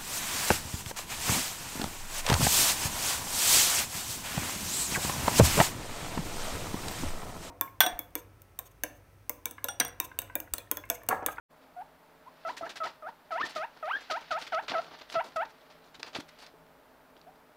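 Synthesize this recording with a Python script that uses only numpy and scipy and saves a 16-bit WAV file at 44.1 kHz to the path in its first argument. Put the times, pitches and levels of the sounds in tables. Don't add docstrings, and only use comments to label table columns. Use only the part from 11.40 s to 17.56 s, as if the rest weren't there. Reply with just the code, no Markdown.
import sys
import numpy as np
from scipy import signal
from scipy.fft import rfft, irfft
from scipy.io import wavfile
from scipy.ndimage import uniform_filter1d

SR = 44100
rng = np.random.default_rng(int(sys.argv[2]) if len(sys.argv) > 2 else 0)


def int16_out(signal):
    q = np.round(np.clip(np.atleast_2d(signal).T, -1, 1) * 32767)
    wavfile.write(sys.argv[1], SR, q.astype(np.int16))


def boost(x):
    u = np.asarray(x, float) / 20
    return 10 ** u


N = 271656

# (frequency [Hz], spectral density [dB])
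AIR_SPECTRUM = [(30, -17), (60, -10.5), (100, -15), (200, -14), (500, -4.5), (900, -4), (1400, -7),
                (2800, -17.5), (4800, -22.5), (6500, -28), (9500, -29.5), (12000, -27), (15800, -23.5)]
# (frequency [Hz], width [Hz], level [dB])
HUM_MODES = [(49, 17, -79), (162.4, 4.9, -73.5), (264, 22, -70.5), (443, 1.3, -72.5), (624, 41, -67),
             (863, 66, -72.5)]
# (frequency [Hz], level [dB])
WHINE_TONES = [(7273, -96), (7656, -96)]

# (frequency [Hz], spectral density [dB])
HAY_SPECTRUM = [(300, -28), (900, -6.5), (1500, 2.5), (2600, -1), (4300, -2), (5800, -11), (7500, -23.5),
                (11000, -60)]
# (time [s], level [dB])
STIRRING = [(0.3, -97), (0.93, -58), (1.11, -43.5), (1.25, -82), (1.48, -57), (1.65, -66), (2.05, -55),
            (2.11, -42.5), (2.3, -54), (2.61, -42.5), (3.0, -45.5), (3.15, -50), (3.46, -47), (4.44, -57),
            (4.79, -78), (4.91, -52.5), (5.06, -50), (5.23, -91)]
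# (time [s], peak level [dB], hold [s], dry-stalk edge [dB])
HAY_STEPS = [(0.214, -52.5, 0.024, -18), (1.167, -30, .012, -7.5), (1.293, -31.5, 0.016, -11),
             (1.3577, -27, 0.013, -11), (2.0554, -33, 0.0081, -9), (2.703, -24, .014, -16),
             (2.9085, -25, 0.016, -21), (3.014, -27.5, 0.01, -25), (3.067, -31, 0.0087, -15),
             (3.1444, -25, 0.0038, -29), (3.2812, -21, 0.018, -24), (3.7213, -36, 0.011, -10),
             (3.96, -31, 0.0058, -6), (4.096, -57, 0.012, 0), (4.208, -56, 0.0071, -18),
             (4.544, -37, 0.01, -14), (4.731, -35, 0.0093, -26), (4.8835, -43.5, 0.0079, -5),
             (4.9865, -55.5, 0.035, 6), (5.0634, -42, 0.0042, -12)]
# (time [s], peak level [dB], hold [s], dry-stalk edge [dB])
MIXED_STEPS = [(1.435, -29.5, 0.032, -15.5), (1.913, -37, 0.028, -16), (1.9986, -27.5, 0.016, -49),
               (2.041, -34.5, 0.029, -18), (2.0926, -39, .013, -2), (2.1523, -30, 0.019, -10),
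               (2.446, -42, 0.01, -13), (2.987, -39, 0.039, -3.5), (3.1207, -32.5, 0.014, -37),
               (3.3613, -33.5, 0.021, -54), (3.535, -41, .015, -35), (3.584, -44, 0.01, -10),
               (3.6112, -35.5, 0.0066, -26), (3.693, -44.5, 0.021, -0.5), (3.7423, -25.5, .011, -36),
               (4.3, -47, 0.018, -13), (4.596, -33, 0.0054, -11), (4.6273, -37, 0.016, -26),
               (4.6625, -35.5, 0.018, -14), (4.749, -25.5, 0.011, -18), (4.7644, -39, .017, -7),
               (4.8, -30, 0.0054, -8.5), (5.024, -40.5, 0.0091, -14)]
# (time [s], peak level [dB], hold [s], dry-stalk edge [dB])
PAPER_STEPS = [(0.874, -65, .009, -18), (1.0686, -42.5, 0.041, -7), (1.2124, -40.5, 0.042, -22),
               (1.253, -46, 0.019, -9), (1.6716, -45, 0.02, -15), (2.364, -46, 0.0075, -16),
               (2.535, -45.5, 0.032, -20), (2.607, -52, .012, 3), (2.638, -53, 0.0058, -8),
               (2.7594, -44, 0.019, -9), (2.809, -56, 0.01, 2), (3.223, -42.5, 0.013, -9),
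               (3.313, -32, 0.021, -38), (3.412, -45, 0.032, -9), (3.479, -41, 0.0034, -43),
               (3.5105, -42.5, 0.012, -39), (3.84, -43.5, 0.031, -3), (4.0494, -38.5, 0.0056, -20),
               (4.44, -55, 0.027, -5), (5.766, -47.5, 0.0043, -18), (5.9539, -51, .0076, -28)]

# (start [s], length [s], steepest climb after [s], level [dB], resting pitch [Hz])
DISTANT_CALLS = [
    (0.363, .066, .055, -42, 716),
    (0.862, .030, .012, -51, 840),
    (5.865, .036, .016, -52, 620),
]
# (start [s], length [s], steepest climb after [s], level [dB], rest [Hz])
FLICK_CALLS = [
    (1.049, 0.065, 0.046, -38.5, 640.6),
    (1.209, 0.07, 0.061, -42.5, 654),
    (1.402, 0.078, .064, -40, 636),
    (3.752, 0.068, 0.056, -30.5, 648.5),
]
# (start [s], length [s], steepest climb after [s], level [dB], rest [Hz])
SLOW_CALLS = [
    (1.622, .077, .062, -46.5, 584.5),
    (2.159, 0.098, 0.081, -37.5, 603),
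    (2.426, 0.151, .068, -37.5, 599.7),
    (3.959, 0.081, 0.068, -33.5, 619),
]
# (start [s], length [s], steepest climb after [s], level [dB], rest [Hz])
PUSH_CALLS = [
    (1.906, 0.15, 0.073, -38.5, 634),
    (2.698, 0.087, 0.071, -37, 620.4),
    (2.906, 0.086, 0.075, -37, 614.5),
    (3.121, 0.084, .074, -33, 629.6),
    (3.337, 0.067, 0.079, -33.5, 644),
]
# (time [s], rise [Hz])
REGISTER_LEAPS = [
    (2.018, 825),
    (2.515, 581),
    (2.56, 199),
]
# (frequency [Hz], gain [dB])
THROAT_RESPONSE = [(620, -0.5), (970, 2.5), (1290, 13), (1480, 8), (1900, 4.5), (2200, 5.5), (2900, 4.5),
                   (4000, -3)]
# (time [s], mouth resonance [dB], hoarseness [ratio])
MOUTH_OPENING = [(1.07, -1.5, 0.94), (1.24, -8.5, 2.8), (1.43, 4.5, 1.8), (1.65, -1.5, 1.6),
                 (1.93, 0, 1.57), (2.19, -2.5, 1.34), (2.452, -3.5, 1.03), (2.73, 0, 0.37), (2.94, 3, 1.34),
                 (3.15, -4, 0.67), (3.36, -2.5, 1.23), (4.0, -4, 0.88)]

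# (time [s], peak level [dB], ring [Hz])
FLOOR_BUMPS = [(1.223, -43, 318), (2.037, -38, 363), (2.197, -52, 394), (2.562, -59, 264),
               (2.72, -41.5, 405), (2.916, -53, 143), (3.301, -41.5, 287), (3.432, -62, 455),
               (3.512, -50, 430), (3.767, -44.5, 160), (3.955, -49.5, 184), (4.586, -52, 299),
               (4.76, -38.5, 366), (4.785, -33.5, 280), (5.139, -49.5, 417)]
# (time [s], peak level [dB], ring [Hz])
STALK_SNAPS = [(3.2824, -28, 3000), (3.319, -23.5, 2490), (3.7, -30, 3570), (4.6308, -19, 3800),
               (4.7487, -29, 4150), (4.752, -28, 3000), (4.7605, -30, 3660), (4.802, -37, 4550),
               (5.0649, -39.5, 4020), (5.2658, -53, 3900), (5.767, -48, 2930), (5.7774, -56, 5000),
               (5.7936, -54, 5100), (5.8146, -43, 4430)]


def rms_one(x):
    return x / np.sqrt(np.mean(x ** 2) + 1e-20)


def band(x, low_hz, high_hz, order=2):
    edges = [low_hz, min(high_hz, .45 * SR)]
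    return signal.sosfilt(signal.butter(order, edges, "band", fs=SR, output="sos"), x)


def colour(x, spectrum):
    hz, db = np.transpose(spectrum)
    at = np.log(np.fft.rfftfreq(N, 1 / SR) + 1)
    return irfft(rfft(x) * boost(np.interp(at, np.log(hz), db)), N)


def drift(rate_hz):
    r = np.exp(-2 * np.pi * rate_hz / SR)
    slow = signal.lfilter([1], [1, -2 * r, r * r], rng.standard_normal(N + SR))
    return rms_one(slow[SR:])


def resonate(x, hz, width_hz):
    r, w = np.exp(-np.pi * width_hz / SR), 2 * np.pi * hz / SR
    return signal.lfilter([np.sin(w)], [1, -2 * r * np.cos(w), r * r], x)


def add(out, s, x):
    i = int(s * SR)
    out[i:i + len(x)] += x[:N - i]


def room_tone():
    out = boost(-61) * rms_one(colour(rng.standard_normal(N), AIR_SPECTRUM))
    for hz, width_hz, db in HUM_MODES:
        out += boost(db) * rms_one(resonate(rng.standard_normal(N), hz, width_hz))
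    for hz, db in WHINE_TONES:
        out += boost(db) * np.sin(2 * np.pi * hz * np.arange(N) / SR)
    return out


def crackle(per_s, spread_db, cycles):
    sizes = boost(spread_db * np.minimum(rng.exponential(1, N), 3)) * rng.standard_normal(N)
    clicks = sizes * (rng.random(N) < per_s / SR) + 1e-18
    dealt = rng.integers(0, 14, N)
    rings = np.zeros(N)
    for k, hz in enumerate(np.geomspace(500, 9000, num=14)):
        rings += hz * resonate(clicks * (dealt == k), hz, hz / cycles)
    return rms_one(rms_one(rings) + 1.66 * rng.standard_normal(N))


def bedding():
    grains = crackle(per_s=5000, spread_db=2.5, cycles=5.0)
    hay = rms_one(colour(grains, HAY_SPECTRUM))
    boom = rms_one(band(grains, 221, 1200))
    edge = rms_one(band(grains, 2500, 8000, order=1))
    shapes, t = np.zeros((3, N)), np.arange(int(.2 * SR)) / SR
    rise_s = .006
    swell = np.sin(np.pi / 2 * np.minimum(t / rise_s, 1)) ** 2
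    for scuffs, boom_db in ((HAY_STEPS, -11.5), (MIXED_STEPS, -1.5), (PAPER_STEPS, 7.5)):
        for s, db, hold_s, edge_db in scuffs:
            hold_s = max(hold_s, .002)
            shape = swell * np.exp(-np.maximum(t - rise_s - hold_s, 0) / (.75 * hold_s))
            for row, level in zip(shapes, (db, db + boom_db, db + edge_db)):
                add(row, s - .5 * rise_s, boost(level - 15) * shape)
    s, db = np.transpose(STIRRING)
    shapes[0] += boost(np.interp(np.arange(N) / SR, s, db) - 12.5 + 0.47 * drift(34.0))
    lumps = boost(1.6 * drift(70))
    return lumps * (shapes[0] * hay + shapes[1] * boom + shapes[2] * edge)


def call_shape(row, drop, settle_s, climb_s, far):
    start, length, climb_at, db, rest_hz = row
    i = np.arange(int(start * SR), int((start + length) * SR))
    t = i / SR - start
    top_hz = 1.25 * rest_hz if far else 1000
    climb = 1 - np.exp(-np.exp((t - climb_at) / climb_s))
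    hz = rest_hz * (1 + drop * np.exp(-(t / settle_s) ** 2)) + (top_hz - rest_hz) * climb
    for s, gain_hz in REGISTER_LEAPS:
        if start < s < start + length:
            hz += gain_hz / 2 * (1 + np.tanh((i / SR - s) / .0052 / 2))
    release_db = -9 * np.clip(1 - (length - t) / .0085, 0, 1)
    swell_db = far * -6 * np.clip(1 - t / .008, 0, 1)
    throb = np.cumsum(hz > 1400) * 55 / SR
    level = db + release_db + swell_db - 9 * np.sin(np.pi * throb) ** 6
    return i, uniform_filter1d(hz, size=180, mode="nearest"), level


def tract_gain(at_hz, opening_db):
    hz, db = np.transpose(THROAT_RESPONSE)
    throat_db = np.interp(np.log(at_hz), np.log(hz), db) - np.maximum(at_hz - 3600, 0) / 40
    return throat_db + opening_db * np.exp(-((at_hz - 1310) / 200) ** 2)


def squeaks():
    out, jitter = np.zeros(N), drift(120)
    shimmer = [drift(90) for k in range(5)]
    air = rms_one(band(rng.standard_normal(N), 600, 1850))
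    fading = [drift(30) for k in range(5)]
    when, openings_db, roughness = np.transpose(MOUTH_OPENING)
    # calls, onset share above rest, settling s, climb s, far
    kinds = ((FLICK_CALLS, .061, .0141, .006, False), (SLOW_CALLS, .131, .0101, .0135, False),
             (PUSH_CALLS, .255, .0131, .0102, False), (DISTANT_CALLS, 0, .011, .0075, True))
    for calls, drop, settle_s, climb_s, far in kinds:
        second_db, third_db = (-26.5, -35) if far else (-9, -19.5)
        for row in calls:
            i, hz, level = call_shape(row, drop, settle_s, climb_s, far)
            three = third_db + 1.0 * min(row[3] + 39, 0)
            opening_db = np.interp(row[0], when, openings_db)
            hoarse = np.interp(row[0], when, roughness)
            phase = 2 * np.pi * np.cumsum(hz * (1 + hoarse * .004 * jitter[i])) / SR
            glide = np.minimum(abs(np.gradient(np.log(hz))) * SR, 10)
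            flutter_db = .4 + .11 * glide
            call = hoarse * boost(level - 26 + 7.9 * flutter_db) * air[i]
            closing_db = -5.5 * np.clip(1 - (i[-1] - i) / SR / 0.02, 0, 1)
            for k, db in enumerate([0, second_db, three, three - 5.5, three - 11]):
                gain_db = level + db + tract_gain((k + 1) * hz, opening_db)
                gain_db += hoarse * 1.3 * fading[k][i] + (k > 0) * closing_db
                gain_db += (k > 1) * 5.0 * (flutter_db - 1)
                gain_db += flutter_db * (-0.5 + hoarse * shimmer[k][i])
                call += np.sqrt(2) * boost(gain_db) * np.sin((k + 1) * phase + k / 4)
            edges = np.minimum((i - i[0]) / 0.0027, (i[-1] - i) / 0.0021) / SR
            out[i] += call * np.clip(edges, 0, 1)
    return boost(-0.3) * out


def bumps():
    out, push = np.zeros(N), np.zeros(2600)
    push[:70] = np.hanning(70)
    for s, db, hz in FLOOR_BUMPS:
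        add(out, s, boost(db - 37) * resonate(push, hz, 69) * 3.77)
    return band(out, 81, 611)


def snaps():
    out, click = np.zeros(N), np.eye(1, 2600)[0]
    splinters = rng.standard_normal((len(STALK_SNAPS), 2600)) * np.exp(-np.arange(2600) / 50)
    for (s, db, hz), splinter in zip(STALK_SNAPS, splinters):
        crack = click + 0.19 * splinter
        ring = resonate(crack, hz, 950) + 0.092 * resonate(crack, .5 * hz, 1300)
        add(out, s, boost(db + 2.5) * ring)
    return band(out, 800, 7000)


def pen(x):
    t = np.arange(int(.3 * SR)) / SR
    answer = np.eye(1, len(t))[0]
    for db, t60_s, start_s in ((-20, .1, .003), (-19, .22, .015)):
        tail = band(rng.standard_normal(len(t)), 190, 7900) * boost(-60 * t / t60_s) * (t > start_s)
        answer += boost(db) * tail / np.sqrt(np.sum(tail ** 2))
    return signal.fftconvolve(x, answer)[:N]


def patches(x, wander, depth_db, low_hz=40):
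    edges, out = np.geomspace(low_hz, 16500, num=15), np.zeros(N)
    for k, (low, high) in enumerate(zip(edges, edges[1:])):
        out += band(x, low, high) * boost(depth_db * np.roll(wander, 9001 * k))
    return out


def scene():
    mono = pen(squeaks() + bedding() + bumps() + snaps()) + room_tone()
    return np.array([mono, mono])


def top_cut(x):
    return signal.sosfilt(signal.butter(12, 16460, fs=SR, output="sos"), x)


def record(dry):
    level = np.sqrt(uniform_filter1d(dry[0] ** 2, size=1100) + 1e-12)
    hiss = level ** .45 * patches(rng.standard_normal(N), drift(13), depth_db=1.6, low_hz=8960)
    mid = dry[0] + boost(-47) * hiss
    tilted = mid - .6 * band(mid, 500, 2000) + .55 * band(mid, 6000, 16000)
    apart = patches(tilted * drift(35), np.minimum(drift(14), 1), depth_db=8.0)
    both = mid + boost(-20) * apart * [[1], [-1]]
    top = signal.cheby2(12, 60, 16500, fs=SR, output="sos")
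    gate = np.clip((np.arange(N) / SR - 0.08) / 0.029, 0, 1) ** 3
    return top_cut(signal.sosfilt(top, both) * gate)


dry = scene()
out = record(dry)
int16_out(out)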